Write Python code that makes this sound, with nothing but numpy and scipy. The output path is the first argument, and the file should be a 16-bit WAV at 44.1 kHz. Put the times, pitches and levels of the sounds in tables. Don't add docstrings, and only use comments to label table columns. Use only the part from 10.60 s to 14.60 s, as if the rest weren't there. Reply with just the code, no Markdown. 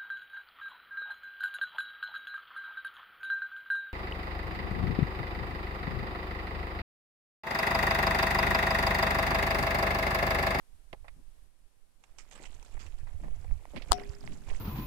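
import sys
import numpy as np
from scipy import signal
from scipy.fft import rfft, irfft, next_fast_len
from scipy.io import wavfile
from scipy.ndimage import map_coordinates

SR = 44100
rng = np.random.default_rng(int(sys.argv[2]) if len(sys.argv) > 2 else 0)


def log_audio(samples):
    frames = np.atleast_2d(samples).T
    limited = np.clip(frames, -1, 1)
    pcm = np.round(limited * 32767).astype(np.int16)
    wavfile.write(sys.argv[1], SR, pcm)


N = 176400

# (time [s], level [dB])
WIND_LEVEL = [(0, -51), (.3, -51.5), (.44, -48), (.66, -47.5), (.85, -56), (1.44, -60.5), (1.51, -46),
              (1.59, -51.5), (1.78, -48), (2.07, -43), (2.2, -38.5), (2.6, -36.5), (2.75, -38),
              (3.3, -38.5), (3.83, -40.5), (3.92, -31)]
# (frequency [Hz], gain [dB])
WIND_SPECTRUM = [(18, 13), (45, 2), (80, -5.5), (130, -19.5), (220, -30), (600, -80)]
# (time [s], width [s], level [dB])
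PUFFS = [(.445, 0.017, -54.5), (1.95, 0.011, -45.5), (2.27, 0.02, -43), (2.44, 0.021, -41),
         (2.555, 0.014, -39), (2.8, 0.022, -41.5), (2.925, 0.04, -33.5), (3.5, 0.0056, -31)]
# (time [s], level [dB])
HISS_LEVEL = [(.84, -70), (.9, -73.5), (1.45, -73.5), (1.75, -69.5), (4, -66.5)]
# (frequency [Hz], gain [dB])
HISS_SPECTRUM = [(60, -3), (250, -6), (700, -8.5), (1500, -13.5), (6500, -18.5), (9300, -15), (12000, -19),
                 (15500, -31)]
# (frequency [Hz], left over right [dB])
HISS_BALANCE = [(300, 0.5), (4000, -4.5), (8000, 6.5)]
# (time [s], gain [dB], centre [Hz], t60 [s])
SCRAPES = [(.3294, -33.5, 744, 0.026), (0.3292, -32.5, 1860, 0.017), (.3355, -40, 820, 0.056),
           (0.445, -49, 950, 0.12), (.482, -38.5, 1550, 0.031), (2.169, -42.5, 1080, 0.033),
           (2.47, -50.5, 1140, 0.16), (2.6, -45, 820, .017), (2.636, -44, 1020, 0.12),
           (2.682, -40, 720, 0.021), (2.844, -41, 800, 0.028), (2.911, -38.5, 1250, 0.006),
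           (3.054, -31, 1090, 0.0047), (3.136, -42.5, 600, 0.16), (3.162, -35.5, 2400, 0.1),
           (3.165, -35, 960, 0.055), (3.221, -39.5, 3270, 0.056), (3.397, -35, 2480, 0.015),
           (3.639, -41.5, 965, 0.026), (3.676, -28.5, 1480, 0.0064), (3.9, -37, 1688, 0.029),
           (3.914, -31.5, 650, 0.013), (3.948, -41.5, 2000, 0.016)]
# (frequency [Hz], gain [dB])
SCRAPE_SPECTRUM = [(450, 12), (760, 7.5), (1450, -4.5), (2000, 7), (3000, -0.5), (5000, 0), (6200, -8),
                   (11000, -5), (15000, -32)]
# (frequency [Hz], left over right [dB])
RIGHT_BIAS = [(1200, 0), (2000, -20), (7500, -34), (11000, -10)]
# (time [s], width [s], level [dB])
FOOT_THUDS = [(.333, 0.0038, -50), (3.17, 0.017, -41.5)]
# (frequency [Hz], gain [dB])
DULL_SPECTRUM = [(60, -10), (140, -6.5), (300, -11), (500, -31), (1000, -37), (7000, -75)]
# (time [s], width [s], level [dB])
FINGER_RUBS = [(.585, 0.022, -56), (2.65, 0.031, -49.5), (3.37, .054, -49.5), (3.71, 0.084, -49)]
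# (time [s], level [dB])
STEM_LEVEL = [(1.4, -79), (1.68, -71.5), (1.8, -54), (2, -68.5), (2.23, -63), (2.4, -67), (3.05, -66),
              (3.4, -48.5), (3.62, -65.5), (3.8, -61.5), (3.93, -56.5)]
# (frequency [Hz], gain [dB])
STEM_SPECTRUM = [(250, 3), (700, 3), (1400, -6.5), (2300, -2.5), (3500, -13), (8000, -18)]
# (time [s], level [dB])
LEAF_LEVEL = [(1.4, -78), (1.68, -68), (1.85, -57), (2, -64), (2.23, -65), (2.45, -69), (3, -71.5),
              (3.25, -63.5), (3.73, -59.5), (3.8, -66), (3.91, -55)]
# (frequency [Hz], gain [dB])
LEAF_SPECTRUM = [(800, 5.5), (2200, -0.5), (5800, -2.5), (7600, 1), (10000, -15.5), (16000, -22)]
# (time [s], gain [dB], t60 [s])
TWIG_SNAPS = [(1.438, -58, 0.039), (1.584, -50.5, 0.12), (1.711, -52, 0.034), (1.72, -51.5, 0.085),
              (1.751, -54.5, 0.11), (1.827, -57, 0.025), (1.853, -52.5, 0.091), (2.027, -50, 0.016),
              (2.048, -57.5, 0.028), (2.193, -53.5, 0.22), (2.262, -57, 0.093)]
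# (frequency [Hz], gain [dB])
TWIG_SPECTRUM = [(200, 0), (700, 7.5), (2300, 13), (4300, 5.5), (5800, 6.5), (7800, 8), (10500, -13.5),
                 (15500, -21)]
# (time [s], gain [dB], bass [dB], top treble [dB])
CASE_HITS = [(3.3138, -29.5, 10.5, -12), (3.3189, -3, 0, 1), (3.33, -15.5, -6.5, -9)]
# (frequency [Hz], gain [dB])
CRACK_SPECTRUM = [(100, -6), (290, 6), (410, 18), (550, 11), (720, 26), (880, 28), (1300, 24), (1550, 11),
                  (2600, -4), (3100, 14), (4900, 16), (6000, 3), (7200, 13), (9100, 13), (10400, -1),
                  (13600, 0), (16000, -14)]
# (frequency [Hz], extra delay [s])
CRACK_DELAY = [(2000, 0.00012), (4000, 0.001334), (7000, 0.000306)]
# (frequency [Hz], level [dB], t60 [s])
CASE_MODES = [(403, -41, 1.1), (726, -25, .2), (3950, -31, .025), (5210, -45, .13), (5350, -44, .16),
              (5730, -43, .17)]
# (frequency [Hz], gain [dB])
BUZZ_SPECTRUM = [(3800, 2), (14000, -21)]


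def amp(db):
    return 10 ** (np.asarray(db) / 20)


def unit(x):
    return x / np.sqrt(np.mean(x ** 2) + 1e-20)


def along(points, hz):
    f, v = np.transpose(points)
    return np.interp(np.log(hz + 1), np.log(f + 1), v)


def level(rows):
    return amp(np.interp(np.arange(N) / SR, *np.transpose(rows)))


def swells(rows):
    t = np.arange(N) / SR
    return sum(amp(db) * np.exp(-.5 * ((t - at_s) / width_s) ** 2) for at_s, width_s, db in rows)


def wobble(rate_hz):
    knots = rng.standard_normal(int(N * rate_hz / SR) + 4)
    return map_coordinates(knots, [np.arange(N) * rate_hz / SR])


def filtered(x, response):
    n = x.shape[-1]
    m = next_fast_len(n + SR // 10)
    return irfft(rfft(x, m) * response(np.fft.rfftfreq(m, 1 / SR)), m)[..., :n]


def pan(left_db):
    g = amp(np.atleast_1d(left_db))
    return np.array([g, np.ones_like(g)]) * np.sqrt(2 / (1 + g * g))


def coloured(x, spectrum, balance):
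    return unit(filtered(x, lambda hz: amp(along(spectrum, hz)) * pan(along(balance, hz))))


def noise():
    return rng.standard_normal((2, N))


def impulse(gain_db, delay_s=np.zeros_like, size=4096):
    hz = np.fft.rfftfreq(size, 1 / SR)
    cepstrum = irfft(np.log(amp(gain_db(hz))))
    cepstrum[..., 1:size // 2] *= 2
    cepstrum[..., size // 2 + 1:] = 0
    lag_rad = 2 * np.pi * np.cumsum(delay_s(hz)) * SR / size
    return irfft(np.exp(rfft(cepstrum) - 1j * lag_rad))[..., :size // 2]


def add(out, at_s, x):
    i = round(at_s * SR)
    n = min(x.shape[-1], N - i)
    out[:, i:i + n] += x[..., :n]


def wind():
    rumble = coloured(noise(), WIND_SPECTRUM, balance=[(40, -20), (150, -13)])
    buffet = unit(rumble * amp(3.2 * wobble(rate_hz=16)))
    flutter = coloured(noise(), [(30, -3), (72, 8), (120, -6.5), (500, -74.5)], balance=[(80, -28)])
    return level(WIND_LEVEL) * buffet + swells(PUFFS) * flutter


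def hiss():
    return level(HISS_LEVEL) * coloured(noise(), HISS_SPECTRUM, HISS_BALANCE)


def crunch(t60_s, spike, scatter_db=5):
    t = np.arange(SR // 4) / SR
    sizes = amp(scatter_db * np.repeat(np.clip(rng.standard_normal(len(t)), -2, 2), 32)[:len(t)])
    attack_s = .015 * t60_s
    fade = amp(-60 * t / t60_s) * (1 - np.exp(-t / attack_s))
    spray = (rng.standard_normal(len(t)) + rng.standard_normal((2, len(t)))) * sizes * fade
    spray /= np.linalg.norm(spray, axis=1, keepdims=True)
    spray[:, 0] += spike
    return spray / np.linalg.norm(spray[0]) * np.linalg.norm(fade)


def scrapes(width_oct=.66, skirt_db=-22):
    out = np.zeros((2, N))
    for at_s, db, centre_hz, t60_s in SCRAPES:
        def body_db(hz):
            hump = np.exp(-.5 * (np.log2((hz + 1) / centre_hz) / width_oct) ** 2) + amp(skirt_db)
            return along(SCRAPE_SPECTRUM, hz) + 20 * np.log10(hump * pan(along(RIGHT_BIAS, hz)))
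        contacts = crunch(t60_s, spike=.45)
        click = signal.fftconvolve(contacts, impulse(body_db), axes=1)
        add(out, at_s, amp(db) * click * np.linalg.norm(contacts[0]) / np.linalg.norm(click))
    return out + swells(FOOT_THUDS) * coloured(noise(), DULL_SPECTRUM, balance=[(200, -1)])


def fingers(rough_db=2.5):
    friction = swells(FINGER_RUBS) * amp(rough_db * wobble(rate_hz=55))
    return friction * coloured(noise(), DULL_SPECTRUM, balance=[(200, 11.7)])


def crackle(count, top_hz, decay_s, spread_db):
    strength, onset, pitch, phase, *port_shifts = rng.random((count, 6)).T[:, :, None]
    t = np.arange(SR // 140) / SR
    size = amp(spread_db * np.minimum(-np.log(1 - strength), 4))
    envelope = size * t * np.exp(-t / decay_s)
    angle_rad = 2 * np.pi * (top_hz * pitch * t + phase)
    samples = ((onset * N).astype(int) + np.arange(len(t))).ravel()
    ports = [envelope * np.sin(angle_rad + np.pi * shift) for shift in port_shifts]
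    return unit(np.array([np.bincount(samples, grains.ravel(), N)[:N] for grains in ports]))


def scrub():
    stems = crackle(count=5000, top_hz=3500, decay_s=.0008, spread_db=3.5) + .4 * noise()
    stems *= amp(2.5 * wobble(rate_hz=35))
    leaves = crackle(count=7000, top_hz=11000, decay_s=.00023, spread_db=3.9) + .5 * noise()
    leaves *= amp(2.9 * wobble(rate_hz=45))
    entered = np.arange(N) / SR > STEM_LEVEL[0][0]
    return entered * (level(STEM_LEVEL) * coloured(stems, STEM_SPECTRUM, RIGHT_BIAS)
                      + level(LEAF_LEVEL) * coloured(leaves, LEAF_SPECTRUM, RIGHT_BIAS))


def twigs(resonance_db=3.8):
    out = np.zeros((2, N))
    grid_hz = np.geomspace(300, 12000, 36)
    balance_db = lambda hz: 20 * np.log10(pan(along(RIGHT_BIAS, hz)))
    for at_s, db, t60_s in TWIG_SNAPS:
        resonances = np.column_stack([grid_hz, resonance_db * rng.standard_normal(len(grid_hz))])
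        wood = impulse(lambda hz: along(TWIG_SPECTRUM, hz) + along(resonances, hz) + balance_db(hz))
        add(out, at_s, amp(db) * signal.fftconvolve(crunch(t60_s, spike=.12), wood, axes=1))
    return out


def knock(wander=.008, buzz_db=-34.5, buzz_t60_s=.086, jolt_s=3.3152, jolt_width_s=.0039):
    out, t = np.zeros((2, N)), np.arange(SR) / SR
    for at_s, db, bass_db, treble_db in CASE_HITS:
        tilt = [(1400, bass_db), (3000, 0), (9000, .0042), (13000, treble_db)]
        crack = impulse(gain_db=lambda hz: along(CRACK_SPECTRUM, hz) + along(tilt, hz),
                        delay_s=lambda hz: along(CRACK_DELAY, hz))
        add(out, at_s, amp(db) * pan(left_db=48) * crack)
    ring = np.zeros(SR)
    for hz, db, t60_s in CASE_MODES:
        drift_s = wander * (hz > 2000) * np.cumsum(wobble(rate_hz=400)[:SR]) / SR
        ring += amp(db - 60 * t / t60_s) * np.sin(2 * np.pi * hz * (t + drift_s))
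    buzz = coloured(noise(), BUZZ_SPECTRUM, balance=[(200, 6)])[:, :SR]
    buzz *= amp(buzz_db - 60 * t / buzz_t60_s)
    blow_s = CASE_HITS[1][0]
    add(out, blow_s, pan(left_db=38) * ring + buzz)
    u = (np.arange(N) / SR - jolt_s) / jolt_width_s
    jolt = -amp(-15.5) * u * np.exp(-.5 * u * u)
    return out + pan(left_db=-31) * jolt


def squeaks(count=6, start_s=3.379, gap_s=.0574, width_s=.0019, fall_hz_per_s=122000, jitter_hz=1200):
    out, t = np.zeros((2, N)), np.arange(-SR // 100, SR // 100) / SR
    for k in range(count):
        centre_hz = 5000 * (1 + .0059 * rng.standard_normal())
        hz = centre_hz - fall_hz_per_s * t + jitter_hz * rng.standard_normal(len(t))
        chirp = np.sin(2 * np.pi * np.cumsum(hz) / SR) * np.exp(-.5 * (t / width_s) ** 2)
        add(out, start_s + k * gap_s + t[0], amp(-51) * pan(left_db=-16) * chirp)
    return out


def scene():
    return wind() + hiss() + scrapes() + fingers() + scrub() + twigs() + knock() + squeaks()


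def record(dry):
    cutoff_hz = 15900
    return filtered(np.clip(dry, -1, 1), lambda hz: 1 / (1 + (hz / cutoff_hz) ** 80))


dry = scene()
out = record(dry)
log_audio(out)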